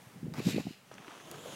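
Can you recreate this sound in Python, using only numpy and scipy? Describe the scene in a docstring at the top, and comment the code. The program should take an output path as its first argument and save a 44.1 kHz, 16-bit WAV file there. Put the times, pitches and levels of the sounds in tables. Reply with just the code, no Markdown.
"""Dull slips of snow packing under a boot sound close by, over the faint wash of a river.
Among them a short hiss, probably a swan's, swells and fades: turbulent air with moving resonances.
After a lull comes a lighter step: the crust fractures in crackles, the snow creaks under the load
and clothing swishes by friction. One sharp tick may be the clip of a small dog's lead."""
import sys
import numpy as np
from scipy import signal
from scipy.fft import rfft, irfft
from scipy.io import wavfile
from scipy.ndimage import map_coordinates

SR = 44100
rng = np.random.default_rng(int(sys.argv[2]) if len(sys.argv) > 2 else 0)


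def int16_out(signal):
    """Quantize to a 16-bit WAV file."""
    q = np.round(np.clip(np.atleast_2d(signal).T, -1, 1) * 32767)
    wavfile.write(sys.argv[1], SR, q.astype(np.int16))


N = 68355
T = np.arange(N) / SR

# wash of the river (time [s], level [dB]) and its spectrum (frequency [Hz], gain [dB])
RIVER_LEVEL = [(0, -57), (.3, -61), (.8, -62.5), (1.55, -60.5)]
RIVER_SPECTRUM = [(30, -13), (70, -16), (150, -3.5), (400, -5.5), (800, -5), (2200, -8.5), (4200, -16),
                  (7000, -17), (10000, -19), (16000, -23)]
# swish of clothing (time [s], level [dB])
SWISH_LEVEL = [(.86, -70.5), (.93, -65.5), (1.0, -67), (1.12, -62), (1.4, -57), (1.55, -50)]
# its resonances (frequency [Hz], width [Hz], gain [dB]) and their glide (time [s], pitch [ratio])
CLOTH_RESONANCES = [(3050, 590, -1), (6600, 570, -4), (10000, 1700, -13.5)]
CLOTH_GLIDE = [(1.15, 0.91), (1.43, 1.08), (1.55, .99)]
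# crunch of each step, and of weight settling on the second (time [s], level [dB])
FIRST_STEP_LEVEL = [(.336, -82), (.340, -43), (.352, -53), (.395, -46), (.435, -59), (.49, -51), (.55, -61),
                    (.605, -50), (.635, -71), (.72, -67.5)]
SECOND_STEP_LEVEL = [(.908, -84), (.917, -51.5), (.96, -57.5), (1.06, -55), (1.11, -50), (1.25, -57.5),
                     (1.345, -50.5), (1.405, -55), (1.55, -49)]
SETTLING_LEVEL = [(1.2, -66.5), (1.29, -55), (1.39, -56), (1.41, -62), (1.47, -49.5), (1.55, -61.5)]
# spectra of these three (frequency [Hz], gain [dB])
FIRST_STEP_SPECTRUM = [(250, -21), (500, 7), (950, 7.5), (2300, -1), (3100, -13.5), (5300, -4.5),
                       (8000, -16.5), (16000, -16)]
SECOND_STEP_SPECTRUM = [(240, 1.5), (320, -0.5), (750, -1.5), (1200, -1), (1900, -8.5), (3200, -10),
                        (4400, -17), (8000, -23.5), (16000, -40)]
SETTLING_SPECTRUM = [(200, -9), (450, -2.5), (620, 1), (900, -10.5), (2000, -29.5)]
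# tone of the settling snow (time [s], frequency [Hz])
CREAK_PITCH = [(1.27, 330), (1.39, 466.4), (1.47, 506.5), (1.55, 565)]
# single cracks of the crust (time [s], peak [dB], frequency [Hz], decay [s])
CRUST_CRACKS = [(0.3381, -39, 4370, .0014), (0.914, -40, 824, 0.003), (0.941, -42, 5513, 0.0012),
                (0.9816, -38.5, 1650, 0.002), (1.046, -41.5, 1360, 0.0024), (1.0806, -34, 1310, 0.0018),
                (1.108, -42.5, 1270, 0.0061), (1.2, -43, 1620, 0.0024), (1.343, -41, 1320, 0.0043),
                (1.455, -43.5, 1480, 0.00098)]
# hollow knocks in the crust (time [s], peak [dB], frequency [Hz])
CRUST_KNOCKS = [(.6685, -40, 713), (1.082, -42.5, 303), (1.320, -40.5, 385), (1.382, -46, 483),
                (1.458, -37, 546)]
# bright rush of the hiss (time [s], level [dB]) and its spectrum (frequency [Hz], gain [dB])
RUSH_LEVEL = [(.33, -78), (.39, -61), (.435, -52.5), (.472, -42.5), (.515, -40.5), (.545, -56), (.62, -56),
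              (.76, -67)]
RUSH_SPECTRUM = [(710, -35), (1200, -19), (1500, -5.5), (2380, -2.5), (3360, -3.5), (3780, 2.5), (4200, -2),
                 (5800, -4.5), (8170, -8), (9210, -16), (12500, -11.5), (16000, -28)]
# hollow part of the hiss (time [s], level [dB]) and the throat's glide (time [s], pitch [ratio])
HOLLOW_LEVEL = [(.35, -59.5), (.395, -49), (.435, -53.5), (.485, -53), (.53, -43.5), (.595, -48.5),
                (.622, -57), (.73, -58), (.79, -66.5), (.86, -74)]
THROAT_GLIDE = [(.36, .78), (.41, .94), (.45, 1.07), (.525, .92), (.59, .96), (.68, 1.04)]
# its gliding and its steady resonances (frequency [Hz], width [Hz], gain [dB])
THROAT_RESONANCES = [(1990, 300, -2.5), (2646, 370, 3), (4010, 190, -3.5), (4700, 300, -3.5)]
SIBILANCE, SIBILANCE_DB = [(7050, 180, 0), (11100, 1600, -13.5)], -14
# snow giving way under the boot (time [s], peak before the bass cut [dB], frequency [Hz])
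SNOW_SLIPS = [(0.071, -44.5, 125), (.167, -46, 170), (0.2315, -32, 222), (0.245, -32, 167),
              (.257, -32, 189), (0.2679, -33.5, 318), (0.283, -30, 182), (0.322, -32.5, 167),
              (0.385, -28, 218), (0.393, -29.5, 180), (0.403, -27, 338), (.460, -35, 220),
              (0.4707, -15, 190), (0.487, -27, 240), (0.488, -34.5, 620), (.546, -24.5, 237),
              (0.5638, -22, 282), (.570, -28, 213), (.579, -28.5, 201), (0.5829, -21, 434),
              (.603, -28, 230), (0.655, -34.5, 182), (.670, -27.5, 227), (0.681, -36, 161),
              (.709, -36, 244), (1.002, -46, 179), (1.308, -46, 135)]
# rumble of smaller slips (time [s], level [dB]) and its spectrum (frequency [Hz], gain [dB])
RUMBLE_LEVEL = [(0, -62.5), (.115, -66.5), (.165, -52.5), (.205, -56.5), (.24, -49.5), (.41, -44),
                (.445, -46.5), (.48, -28), (.525, -40.5), (.6, -38.5), (.632, -53.5), (.69, -50.5),
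                (.745, -67.5), (.87, -68), (.97, -54.5), (1.04, -71), (1.23, -65.5), (1.3, -55),
                (1.55, -55)]
RUMBLE_SPECTRUM = [(25, -24.5), (60, -22.5), (95, -8), (130, 3), (210, -1), (330, -10), (550, -15.5),
                   (900, -27), (2000, -61)]


def from_db(db):
    """Amplitude grows tenfold for every 20 dB."""
    return 10 ** (np.asarray(db) / 20)


def rms_one(x):
    """Normalisation to unit rms."""
    return x / np.sqrt(np.mean(x ** 2) + 1e-20)


def level(rows):
    """Amplitude envelope, interpolated in decibels and silent outside its span."""
    return from_db(np.interp(T, *np.transpose(rows), left=-140, right=-140))


def coloured(x, spectrum):
    """Spectral shaping, falling 12 dB per octave below the lowest point; unit rms."""
    hz, db = np.transpose(spectrum)
    f = np.maximum(np.arange(N // 2 + 1) * SR / N, 1)
    gain = from_db(np.interp(np.log(f), np.log(hz), db)) * np.minimum(f / hz[0], 1) ** 2
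    return rms_one(irfft(rfft(x) * gain, N))


def resonate(x, hz, width_hz):
    """A damped two-pole resonator with unit peak gain."""
    r = np.exp(-np.pi * width_hz / SR)
    feedback = [1, -2 * r * np.cos(2 * np.pi * hz / SR), r * r]
    return signal.lfilter(np.array([1, 0, -1]) * (1 - r * r) / 2, feedback, x)


def cut(x, hz, kind, order=2):
    """Maximally flat low- or high-pass filtering."""
    return signal.sosfilt(signal.butter(order, hz, kind, fs=SR, output="sos"), x)


def resonant_noise(resonances):
    """Random excitation of parallel resonators; unit rms."""
    bands = (from_db(db) * resonate(rng.standard_normal(N), hz, width) for hz, width, db in resonances)
    return rms_one(sum(bands))


def glide(x, pitch_curve):
    """Resampling at a changing rate scales all frequencies by the same ratio."""
    ratio = np.interp(T, *np.transpose(pitch_curve))
    return map_coordinates(x, [np.cumsum(ratio)], order=3, mode="wrap")


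def add(out, s, db, sound):
    """Superposition of a transient at a given time and peak level."""
    i = int(s * SR)
    out[i:i + len(sound)] += (from_db(db) * sound / np.abs(sound).max())[:N - i]


def river():
    """Flowing water radiates broadband noise, heard as a faint wash."""
    return level(RIVER_LEVEL) * coloured(rng.standard_normal(N), RIVER_SPECTRUM)


def clothing():
    """Friction of cloth on cloth excites resonances that rise and fall with the stride."""
    return level(SWISH_LEVEL) * glide(resonant_noise(CLOTH_RESONANCES), CLOTH_GLIDE)


def creak(waver_hz=71, jitter=0.046):
    """Settling snow gives a tone that rises under load and wavers by random frequency modulation."""
    waver = rms_one(cut(rng.standard_normal(N), waver_hz, "low"))
    hz = np.interp(T, *np.transpose(CREAK_PITCH)) * (1 + jitter * waver)
    return level(SETTLING_LEVEL) * np.sin(2 * np.pi * np.cumsum(hz) / SR)


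def tick(low_hz=4140, high_hz=11800):
    """A band-limited impulse makes one bright tick, perhaps the clip of the lead."""
    out = np.zeros(N)
    add(out, s=1.3142, db=-20.5, sound=cut(signal.unit_impulse(SR // 100), low_hz, "high"))
    return cut(out, high_hz, "low", order=1)  # rounds off and lowers the peak


def grains(rate_per_s=1600, spread_db=3.5, rub_db=-4.5):
    """Snow crystals break independently: shot noise of uneven impulses over a smooth rub."""
    sizes = from_db(spread_db * np.minimum(rng.exponential(1, N), 4)) * rng.choice([-1, 1], N)
    breaks = rng.random(N) < rate_per_s / SR
    return rms_one(sizes * breaks) + from_db(rub_db) * rng.standard_normal(N)


def crunching_snow(width_times_decay=1.7, knock_s=0.0018):
    """Brittle fracture gives grains, knocks and cracks; the briefer a crack, the wider its band."""
    out = level(FIRST_STEP_LEVEL) * coloured(grains(), FIRST_STEP_SPECTRUM)
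    out += level(SECOND_STEP_LEVEL) * coloured(grains(), SECOND_STEP_SPECTRUM)
    out += level(SETTLING_LEVEL) * coloured(grains(), SETTLING_SPECTRUM)
    t = T[:SR // 20]
    for s, db, hz, decay_s in CRUST_CRACKS:
        burst = rng.standard_normal(len(t)) * np.exp(-t / decay_s)
        crack = resonate(burst, hz, width_times_decay / decay_s)
        add(out, s, db, cut(crack, 2 * hz, "low"))
    for s, db, hz in CRUST_KNOCKS:
        add(out, s, db, t * np.exp(-t / knock_s) * np.sin(2 * np.pi * hz * t))
    return out


def hiss(flutter_db=1.5, flutter_hz=120, throat_low_hz=1700):
    """Turbulent air makes a bright, fluttering rush; throat resonances give it a hollow tail."""
    flutter = from_db(flutter_db * rms_one(cut(rng.standard_normal(N), flutter_hz, "low")))
    rush = level(RUSH_LEVEL) * coloured(rng.standard_normal(N), RUSH_SPECTRUM)
    throat = glide(cut(resonant_noise(THROAT_RESONANCES), throat_low_hz, "high"), THROAT_GLIDE)
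    sibilance = from_db(SIBILANCE_DB) * resonant_noise(SIBILANCE)
    return flutter * (rush + level(HOLLOW_LEVEL) * (throat + sibilance))


def packing_snow(swell_cycles=0.34, bass_cut_hz=100):
    """Compressed snow yields in slips, pulses of about two cycles, over a rumble of smaller ones."""
    slips = np.zeros(N)
    t = np.arange(-SR // 50, SR // 50) / SR
    for s, db, hz in SNOW_SLIPS:
        pulse = np.sin(2 * np.pi * hz * t) / np.cosh(hz * t / swell_cycles)
        add(slips, s + t[0], db, pulse)  # centred on its time
    rumble = level(RUMBLE_LEVEL) * coloured(rng.standard_normal(N), RUMBLE_SPECTRUM)
    return cut(slips, bass_cut_hz, "high", order=3) + rumble


def scene():
    """Snow absorbs sound, so the sources add in one channel without echo."""
    return (packing_snow() + hiss() + crunching_snow() + tick() + creak() + clothing() + river())[None]


def record(dry, cutoff_hz=15900):
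    """Band limiting: a steep elliptic low-pass removes the highest treble."""
    return signal.sosfilt(signal.ellip(10, .2, 70, cutoff_hz, fs=SR, output="sos"), dry)


dry = scene()
out = record(dry)
int16_out(out)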